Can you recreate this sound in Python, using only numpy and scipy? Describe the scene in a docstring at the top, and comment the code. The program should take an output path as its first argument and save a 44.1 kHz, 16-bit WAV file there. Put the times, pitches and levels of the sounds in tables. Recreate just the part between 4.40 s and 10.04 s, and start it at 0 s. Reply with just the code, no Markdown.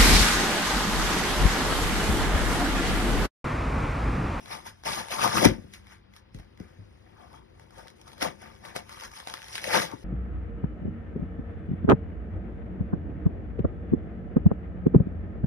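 """Tearing foam under a metal cabinet

A hand grips, rubs and tears pieces off the foam base under a sheet-metal cabinet in a small carpeted room.
Crackle is dense random cell bursts; squeak and rasp are swarms of damped notes that ring the block.
Fibres snap as noise cracks with a short ring; thumps are sagging low tones with a puff that rattles the panels.
A phone's two microphones hear it from the left, over a low, slowly wavering noise rumble."""
import sys
import numpy as np
from scipy import signal
from scipy.fft import rfft, irfft, next_fast_len
from scipy.io import wavfile
from scipy.ndimage import uniform_filter1d, map_coordinates

SR = 44100
rng = np.random.default_rng(int(sys.argv[2]) if len(sys.argv) > 2 else 0)


def digitize_waveform(pressure):
    """Quantize a signal to 16-bit integers and store it at the path in sys.argv[1].

    Rows of a 2-D input are taken as channels; values are limited to [-1, 1].
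    """
    field = np.atleast_2d(pressure).T
    bounded = np.clip(field, -1, 1)
    quanta = np.round(bounded * 32767).astype(np.int16)
    wavfile.write(sys.argv[1], SR, quanta)


N = 248724

# Source levels in the tables are relative: the mix trims them further.
# Tugs at the foam; rise and fall each span 20 dB:
# (peak time [s], crackle level [dB], rise [s], fall [s],
#  squeak over crackle [dB], squeak pitch [Hz], rasp over crackle [dB])
TUGS = [(0.125, -42, 0.065, 0.1, 3.5, 918, -1), (0.271, -44.5, 0.032, 0.045, 1, 1006, 5),
        (0.46, -36, 0.015, 0.21, 5, 896, -10), (.53, -37.5, 0.066, 0.15, -8, 907, -5),
        (0.599, -38.5, 0.091, 0.036, 5.5, 927, 3.5), (0.72, -35, 0.033, 0.12, 1.5, 900, -7),
        (0.838, -29, 0.075, 0.097, 6.5, 973, 0.5), (0.973, -28.5, 0.092, 0.084, 2.5, 1250, -12.5),
        (1.024, -29.5, 0.036, 0.082, 4.5, 620, -4), (1.052, -22, 0.023, 0.017, 5, 638, -0.5),
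        (1.341, -50.5, .03, 0.063, -14, 1165, 2), (1.524, -58, 0.099, 0.068, -4, 981, 11.5),
        (1.77, -59, 0.051, 0.04, -3.5, 1220, 3), (1.949, -60, 0.018, 0.051, -13, 745, -13),
        (1.991, -67.5, 0.023, 0.097, 0.5, 886, 15), (2.2, -67.5, 0.029, 0.31, 5, 596, 15),
        (2.66, -78.5, 0.041, 0.33, 13, 806, 19), (2.824, -68.5, 0.13, 0.14, 16, 933, -5),
        (2.961, -63.5, 0.15, 0.062, 13.5, 984, -1), (3.22, -68, 0.11, 0.11, 7.5, 873, 3),
        (3.384, -56.5, 0.08, 0.12, 6, 860, 8), (3.489, -67, 0.21, 0.061, 5.5, 1090, -9),
        (3.562, -68, .015, 0.098, -13.5, 640, -5), (3.614, -67, 0.096, 0.045, 3, 817, -3.5),
        (3.681, -57, 0.041, 0.068, 4.5, 1074, 0.5), (3.736, -59.5, 0.07, 0.021, 2, 915, -4),
        (3.79, -63, 0.072, 0.05, -3.5, 1122, -4.5), (3.822, -33, 0.018, 0.066, 4.5, 845, 7),
        (3.867, -44, 0.067, 0.044, 12.5, 793, 6.5), (4.022, -56.5, 0.038, 0.11, 3.5, 807, 14.5),
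        (4.064, -65, 0.041, 0.23, 11, 883, 13.5), (4.255, -52, 0.034, 0.071, 8.5, 899, 8.5),
        (4.296, -56.5, 0.044, 0.069, 7, 827, 14.5), (4.36, -41, 0.015, 0.048, 4.5, 720, 2),
        (4.524, -51.5, 0.096, 0.18, 2.5, 1123, -2.5), (4.653, -46, 0.12, 0.041, 1.5, 1113, -8),
        (4.767, -48.5, 0.077, 0.14, -0.5, 1133, -20.5), (4.884, -49, 0.046, 0.26, 0.5, 854, -19),
        (4.948, -62, 0.14, 0.28, -4, 1164, -9), (5.086, -53, 0.14, .1, -4.5, 1183, -5.5),
        (5.16, -39, 0.07, 0.067, -8.5, 953, -1), (5.278, -38, 0.088, 0.08, 1.5, 663, -12),
        (5.356, -26.5, 0.075, 0.089, 2, 695, 10), (5.423, -35, 0.2, 0.066, -4.5, 972, -5),
        (5.53, -59.5, 0.054, 0.028, 17, 900, 16.5)]
# Steady grip between tugs: (time [s], faint crackle level [dB], cabinet shake level [dB])
GRIP = [(0, -58, -58), (.42, -72, -70), (.48, -72, -49), (.6, -72, -60.5), (.68, -72.5, -71.5),
        (.83, -62, -55.5), (.91, -62, -54.5), (.95, -58.5, -33.5), (1.01, -59.5, -35), (1.1, -63.5, -35),
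        (1.17, -66.5, -54), (1.3, -70.5, -59.5), (1.4, -73, -65.5), (1.7, -90.5, -68), (2.15, -80.5, -62),
        (2.6, -75.5, -62), (3.1, -80.5, -62.5), (3.6, -78, -61.5), (4.0, -67, -58.5), (4.5, -70.5, -64),
        (5.0, -61.5, -79), (5.3, -66.5, -54), (5.36, -68, -37.5), (5.44, -65.5, -51), (5.5, -66.5, -56.5),
        (5.64, -62.5, -57.5)]
# Tone of bursting cells: (frequency [Hz], gain [dB])
CELL_TONE = [(900, -51.5), (1500, 0.5), (2200, 0), (3300, 3), (4400, 0), (5200, 5.5), (7000, -2), (8500, 0),
             (10500, -3), (13000, -11.5), (15300, -10)]
# Modes of the foam block: (frequency [Hz], width [Hz], gain [dB])
BLOCK_MODES = [(533, 34, 3.5), (728, 53, -0.5), (895, 60, 1), (1187, 40, 4), (1502, 50, -3.5),
               (1676, 70, -5.5), (1960, 100, -6.5), (2300, 69, -0.5), (3245, 150, -9)]
# Modes of the cabinet panels: (frequency [Hz], width [Hz], gain [dB])
PANEL_MODES = [(105, 26, -2), (157, 30, -2), (205, 40, 2), (265, 60, -4), (322, 45, -2), (385, 40, -2),
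               (450, 50, -8), (530, 50, -7)]
# Thick fibres parting: (time [s], level [dB], ring pitch [Hz])
SNAPS = [(0.059, -33.5, 2330), (0.095, -49, 970), (0.1223, -36, 934), (0.266, -38.5, 1170),
         (0.4365, -30.5, 849), (0.4557, -23.5, 901), (0.6847, -25, 882), (0.7216, -25, 5260),
         (0.742, -23.5, 1004), (0.816, -16.5, 1228), (0.8498, -19.5, 1216), (0.8769, -13.5, 1206),
         (0.96, -22, 1450), (0.976, -18, 1254), (1.029, -17, 985), (1.047, -6.5, 1717), (1.054, -3.5, 1910),
         (1.3372, -28.5, 2340), (1.4694, -40, 1004), (1.7376, -42, 2095), (1.764, -36, 1240),
         (1.9461, -36.5, 2060), (1.9873, -40.5, 976), (1.9983, -37, 778), (2.175, -44, 2050),
         (2.2008, -40, 850), (2.93, -44, 970), (3.197, -39.5, 840), (3.307, -41, 820), (3.343, -46, 2000),
         (3.3816, -40, 1243), (3.4727, -36, 1240), (3.482, -34, 5300), (3.5019, -38.5, 5180),
         (3.6145, -35, 5580), (3.6794, -36.5, 1236), (3.688, -47.5, 3000), (3.718, -39, 3200),
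         (3.732, -35.5, 3290), (3.748, -49.5, 3200), (3.781, -34, 1308), (3.811, -24, 1303),
         (3.82, -20, 1570), (3.826, -13.5, 1480), (3.827, -20, 760), (3.849, -27.5, 1102),
         (4.251, -31, 2060), (4.2845, -41, 982), (4.363, -15.5, 700), (4.494, -30, 1150),
         (4.527, -32.5, 1165), (4.599, -30.5, 3000), (4.6095, -26.5, 3020), (4.636, -27, 1515),
         (4.653, -31.5, 1832), (4.715, -35, 1213), (4.7372, -36.5, 1242), (4.762, -42, 1248),
         (4.801, -28, 1730), (4.873, -22.5, 825), (4.885, -28, 1504), (4.899, -23.5, 3250),
         (4.9392, -17, 1290), (4.978, -33.5, 1590), (5.019, -30.5, 1690), (5.029, -31, 1648),
         (5.043, -28, 3050), (5.084, -28, 3140), (5.1295, -25.5, 5250), (5.141, -34.5, 1500),
         (5.1547, -15, 3080), (5.18, -18, 1657), (5.2188, -34, 5330), (5.234, -25, 3000),
         (5.242, -15, 1900), (5.2928, -27.5, 1690), (5.303, -30.5, 1708), (5.515, -32, 1237)]
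# Pieces thumping cabinet and floor; the push, thud and overtone are tuned from one base pitch:
# (time [s], level [dB], base pitch [Hz], push T60 [s], rise time constant [s],
#  low thud over push [dB], rattle over push [dB])
THUMPS = [(1.019, -18, 379.6, 0.12, 0.0062, -14, -9.5), (1.051, -8, 480, .03, .001, -2, -8),
          (1.0574, 4, 265, 0.028, 0.002, -10.5, -14.5), (1.067, -15.5, 124, 0.12, 0.0077, -9.5, -12.5),
          (1.182, -28, 236.3, 0.081, 0.0034, -7.5, -12.5), (1.242, -36.5, 263, 0.047, .004, -2.5, -14),
          (1.948, -35, 127.6, 0.12, 0.00059, -1.5, -3.5), (1.996, -36.5, 90, 0.08, 0.00067, -17.5, -12),
          (2.202, -29.5, 225.5, 0.076, 0.0021, -2.5, -16), (2.386, -30, 116.4, 0.18, 0.018, -20, -24.5),
          (3.825, -22.5, 280, 0.056, 0.002, -24, -12.5), (3.862, -31, 215, 0.046, .002, -14.5, -12.5),
          (5.535, -27, 302.3, 0.052, 0.002, -5, -12.5)]
# Panel that hums on after each thump: (pitch [Hz], level over the thump [dB], T60 [s])
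PANEL_HUM = (194, -55, 3.5)
# Tone of the house rumble: (frequency [Hz], gain [dB])
AIR_TONE = [(20, -8), (50, 10.5), (100, 8), (200, -18), (400, -20.5), (900, -12), (1500, -18.5),
            (2600, -21.5), (5000, -30), (10000, -87), (16000, -32)]
# Echo decay: (frequency [Hz], T60 [s])
ROOM_DECAY = [(100, 0.21), (500, 0.18), (2000, 0.19), (10000, 0.094)]
# Right microphone's direct path: (frequency [Hz], level under left [dB])
RIGHT_SHADE = [(60, 0), (170, 7), (330, 12), (600, 7.5), (950, 8.5), (1500, 4), (2000, 1), (3300, 4),
               (4700, -1.5), (5500, -0.5)]
# Right microphone's phase lag: (frequency [Hz], lag [half turns])
RIGHT_LAG = [(0, 0), (260, .35), (450, .9), (900, 1), (1100, 1.3), (1500, 1.95), (2000, 2.2), (2600, 2.9),
             (4300, 3), (4700, 3.5), (5300, 4), (5700, 4.05), (6500, 4.65), (7000, 5), (8500, 5),
             (9200, 5.35), (10000, 6), (12400, 6), (13200, 7), (16000, 7)]
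# Left-right likeness: (frequency [Hz], likeness [0 to 1])
LIKENESS = [(30, 1), (80, 0.92), (200, 0.25), (500, 0.42), (1800, 0.78), (3500, 0.31), (4700, 1),
            (5400, 0.56), (6200, 0.19), (7000, 1), (8300, 1), (9200, 0.78), (10000, .995), (12000, 1),
            (12700, 0.25), (13300, 1)]

# The grip's squeak and rasp, over its faint crackle
GRIP_SQUEAK_DB, GRIP_SQUEAK_HZ, GRIP_RASP_DB = -1.5, 740, -18.5
SHAKE_DB, SHAKE_LAG_S = -13, 0.003  # squeaks pass into the panels, which answer late
BEADS_DB, BEADS_HZ = -2.5, 3400  # single beads breaking loose: mix gain, middle pitch
THROUGH_BLOCK = 1.8  # how far the block's modes lift squeak and rasp
JERK_DB = 2  # stick and slip: the squeak comes in jerks
SNAP_T60_S, KNOCK_DB = 0.011, -6  # decay of crack and ring; gain of the knock into the block
TICK_DB, TICK_T60_S = -11, 0.006  # the sharp front of each snap
AFTER_DB, AFTER_S = -15, 0.03  # weaker cracks after each snap: loudest, and spread in time
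AIR_DB = -53
TOP_HZ = 15800  # phone's band limit


def foam():
    """The pull sets how loud cells burst, squeak, rasp and shake the cabinet."""
    crackling, squeaking, rasping, squeak_hz = pull()
    fine = bursts(per_s=12000, spread_db=3.0, clump_db=0.5, clump_rate=140)
    hiss = crackle(fine)
    beads = chirps(count=1500, centre_hz=np.full(N, BEADS_HZ), scatter=0.45, cycles=2, spread_db=2.6)
    mix = amp(0.5) * crackling * (hiss + amp(BEADS_DB) * beads)
    mix += amp(2.5) * squeaking * squeak(squeak_hz)
    mix += amp(-5.5) * rasping * rasp()
    return mix + amp(5.0) * cabinet_shake(fine, squeaking)


def pull():
    """Gains of crackle, squeak and rasp, and the squeak's pitch: tugs swell and die over the steady grip."""
    t = np.arange(0, N / SR + 0.002, 0.001)
    peak_s, db, rise, fall, squeak_db, squeak_hz, rasp_db = np.transpose(TUGS)[:, :, None]
    grip_db = np.interp(t, *np.transpose(GRIP)[:2])
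    distance = np.where(t < peak_s, (peak_s - t) / rise, (t - peak_s) / fall)
    swell = amp(db - 20 * distance)

    def power(tug_db, rest_db):
        return np.vstack([swell * amp(tug_db), amp(grip_db + rest_db)]) ** 2

    squeak_power = power(squeak_db, GRIP_SQUEAK_DB)
    # the louder squeak dominates the pitch
    pitch = (np.append(squeak_hz, GRIP_SQUEAK_HZ) @ squeak_power) / squeak_power.sum(axis=0)
    powers = (power(0, 0), squeak_power, power(rasp_db, GRIP_RASP_DB))
    gains = [np.sqrt(p.sum(axis=0)) for p in powers]
    return [np.interp(np.arange(N) / SR, t, curve) for curve in gains + [pitch]]


def crackle(fine):
    """Bright patchy cell bursts, mixed with short notes about a drifting pitch."""
    bright = filtered(fine, lambda hz: amp(along(CELL_TONE, hz)))
    centre_hz = 3200 * amp(2.57 * wobble(12))
    notes = chirps(count=5000, centre_hz=centre_hz, scatter=0.262, cycles=5.1, spread_db=-1.5)
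    return patchy(bright, patchy_db=3.5) + 0.48 * notes


def squeak(squeak_hz):
    """Slipping cell walls excite the block in jerks, with coarser slips beneath."""
    notes = chirps(count=4500, centre_hz=squeak_hz, scatter=0.2, cycles=4, spread_db=2.6)
    slips = bursts(per_s=1800, spread_db=2.5, clump_db=2.5, clump_rate=88)
    rough = patchy(filtered(slips, resonances(BLOCK_MODES)), patchy_db=6.0)
    return amp(JERK_DB * wobble(70)) * through_block(notes) + 0.5 * rough


def rasp():
    """Thin walls near the torn edge slip as very short notes through the block."""
    centre_hz = 1800 * amp(wobble(8))
    return through_block(chirps(count=7000, centre_hz=centre_hz, scatter=0.22, cycles=3, spread_db=2.5))


def cabinet_shake(fine, squeaking):
    """Cell bursts drive the panels, as loud as the grip and the lagging squeak gain allow."""
    late = filtered(squeaking, lambda hz: 1 / (1 + 2j * np.pi * hz * SHAKE_LAG_S))
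    grip = amp(np.interp(np.arange(N) / SR, *np.transpose(GRIP)[::2]))
    drive = grip + amp(SHAKE_DB) * late
    panels = resonances(PANEL_MODES)
    return filtered(drive * fine, panels) / filtered(fine, panels).std()


def through_block(x):
    """The foam block's modes lift parts of x; rms 1."""
    return unit(filtered(x, lambda hz: 1 + THROUGH_BLOCK * np.abs(resonances(BLOCK_MODES)(hz))))


def bursts(per_s, spread_db, clump_db, clump_rate):
    """Cells burst at random moments, a few far harder than most, in clumps; rms 1."""
    moment, hardness, sign = rng.random((3, N))
    size = amp(-spread_db * np.log(hardness + 3e-3))
    clicks = (moment < per_s / SR) * size * np.sign(sign - 0.5)
    return unit(clicks * amp(clump_db * wobble(clump_rate)))


def chirps(count, centre_hz, scatter, cycles, spread_db):
    """Short damped notes of cell walls slipping: pitch scattered about a moving centre, rms 1."""
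    draw, t = rng.random((count, 2)), np.arange(400)
    at = (draw[:, 0] * N).astype(int)
    hz = centre_hz[at] * np.exp(scatter * rng.standard_normal(count))
    turn = np.clip(hz, 100, SR / 3)[:, None] * t / SR
    size = amp(-spread_db * np.log(draw[:, 1:] + 1e-2))
    fade = np.hanning(800)[400:]
    notes = size * np.exp(-turn / cycles) * np.sin(2 * np.pi * turn) * fade
    return unit(np.bincount((at[:, None] + t).ravel(), notes.ravel(), N + 400)[:N])


def patchy(x, patchy_db):
    """Random gain patches over time and pitch: the torn edge changes colour as it moves."""
    z = signal.stft(x, nperseg=512)[2]
    field = uniform_filter1d(rng.standard_normal(z.shape), size=3, axis=0)
    field = uniform_filter1d(field, size=5, axis=1)
    return unit(signal.istft(z * amp(patchy_db * unit(field)), nperseg=512)[1][:N])


def snaps():
    """A thick fibre parts: a crack, a ring at its own pitch and a knock into the block; thinner ones follow."""
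    crack, ring, tick = np.zeros((3, N + SR))
    t = np.arange(SR // 8) / SR
    events = list(SNAPS)
    for s, db, hz in SNAPS:
        for delay, drop, detune in rng.random((3, 3)):
            later = s + 0.004 + AFTER_S * delay
            events.append((later, db + AFTER_DB - 8 * drop, hz * amp(6.8 * detune - 2.5)))
    for s, db, hz in events:
        fall = amp(db + 3.0 - 60 * t / SNAP_T60_S) * (1 - np.exp(-t / 0.000079))
        at = slice(round(s * SR), round(s * SR) + len(t))
        crack[at] += fall * rng.standard_normal(len(t))
        tick[at] += amp(db + TICK_DB - 60 * t / TICK_T60_S) * rng.standard_normal(len(t))
        ring[at] += fall * np.sin(2 * np.pi * hz * t) * (900 / hz) ** 0.58  # low rings carry further
    # high-pass at 900 Hz, gentle low-pass at 4 kHz
    thin = filtered(crack[:N], lambda f: 1j * f / (1j * f + 900) / (1 + 1j * f / 4000) ** 2)
    front = filtered(tick[:N], lambda hz: amp(along(CELL_TONE, hz)))
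    knock = filtered(crack[:N], resonances(BLOCK_MODES))
    return thin + front + 0.57 * ring[:N] + amp(KNOCK_DB) * knock


def thumps():
    """A soft push of a few cycles and a puff that rattles the panels; one panel hums on."""
    out, puffs = np.zeros((2, N + 2 * SR))
    t = np.arange(2 * SR) / SR
    hum_hz, hum_db, hum_t60 = PANEL_HUM
    for s, db, hz, t60, rise, thud_db, rattle_db in THUMPS:
        fall = amp(-60 * t / t60)
        start = amp(db + 5.0) * (1 - np.exp(-t / max(rise, 0.0005)))
        sag = t + 0.23 * 0.011 * (1 - np.exp(-t / 0.0034))  # pitch starts about 3/4 high and sags
        push = fall * np.sin(2 * np.pi * 0.834 * hz * sag)
        thud = fall ** 0.57 * (1 - np.exp(-t / 0.0045)) * np.sin(2 * np.pi * 0.389 * hz * t)
        overtone = 0.5 * fall ** 2.9 * np.sin(2 * np.pi * 1.4 * hz * t)
        hum_gain = amp(3 * wobble(16)[:len(t)] + hum_db - 60 * t / hum_t60)
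        hum = hum_gain * np.sin(2 * np.pi * hum_hz * t)
        at = slice(round(s * SR), round(s * SR) + len(t))
        out[at] += start * (push + amp(thud_db) * thud + overtone + hum)
        puffs[at] += start * amp(rattle_db) * fall ** 1.2 * rng.standard_normal(len(t))
    panels = filtered(puffs[:N], resonances(PANEL_MODES))
    block = filtered(puffs[:N], resonances(BLOCK_MODES))
    return out[:N] + amp(15.5) * panels + amp(-16.5) * block


def room(x):
    """A noise-tail echo in which each frequency dies at its own speed."""
    hz, t, z = signal.stft(rng.standard_normal(SR // 2), SR, nperseg=256)
    decay = amp(-60 * t / along(ROOM_DECAY, hz)[:, None])
    tail = signal.istft(z * decay, SR, nperseg=256)[1]
    delayed = np.pad(x, (200, 0))
    return signal.fftconvolve(delayed, tail / np.linalg.norm(tail))[:N]


def air():
    """Low rumble of the house: shaped noise, wavering slowly."""
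    rumble = unit(filtered(rng.standard_normal(N), lambda hz: amp(along(AIR_TONE, hz))))
    return amp(AIR_DB + 0.38 * wobble(1.7)) * rumble


def microphones(x):
    """The right port lags, is shaded in the bass, and partly hears other paths of ever-changing phase."""
    z = signal.stft(x, SR, nperseg=256)[2]
    scrambled = z * np.exp(2j * np.pi * rng.random(z.shape))
    other = signal.istft(scrambled, SR, nperseg=256)[1][:N]
    other = other * x.std() / other.std()

    def alike(f):
        return np.clip(np.interp(f, *np.transpose(LIKENESS)), 0, 1)

    def path(f):
        return amp(-along(RIGHT_SHADE, f)) * np.exp(-1j * np.pi * np.interp(f, *np.transpose(RIGHT_LAG)))

    direct = filtered(x, lambda f: path(f) * alike(f))
    indirect = filtered(other, lambda f: path(f) * np.sqrt(1 - alike(f) ** 2))
    return np.array([x, direct + indirect])


def amp(db):
    """Decibels to linear gain."""
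    return 10 ** (np.asarray(db) / 20)


def unit(x):
    """x scaled to rms 1."""
    return x / np.sqrt(np.mean(x ** 2) + 1e-20)


def along(points, hz):
    """Read (Hz, value) points on a log frequency axis."""
    f, v = np.transpose(points)
    return np.interp(np.log(hz + 1), np.log(f + 1), v)


def wobble(rate):
    """A smooth random curve, rate knots a second."""
    knots = rng.standard_normal(int(N * rate / SR) + 4)
    return map_coordinates(knots, [np.arange(N) * rate / SR])


def filtered(x, response):
    """x times a complex response of frequency."""
    m = next_fast_len(N + SR // 2)
    return irfft(rfft(x, m) * response(np.fft.rfftfreq(m, 1 / SR)), m)[..., :N]


def resonances(modes):
    """Causal response of damped modes (Hz, width Hz, dB), summed with alternating sign."""
    def response(f):
        return sum((-1) ** k * amp(db) * 1j * f * width / (centre ** 2 - f * f + 1j * f * width)
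                   for k, (centre, width, db) in enumerate(modes))
    return response


def scene():
    """Foam, snaps and thumps with their echo, over the rumble, at two microphones."""
    near = foam() + snaps() + thumps()
    return microphones(near + amp(-9.0) * room(near) + air())


def record(dry):
    """The phone loses the deepest bass, rounds off the highest peaks and keeps nothing above its band limit."""
    dry = filtered(dry, lambda hz: (1j * hz / (1j * hz + 40)) ** 3)
    dry = dry / (1 + np.abs(dry / 0.97) ** 6) ** (1 / 6)
    return filtered(dry, lambda hz: hz < TOP_HZ)


dry = scene()
out = record(dry)
digitize_waveform(out)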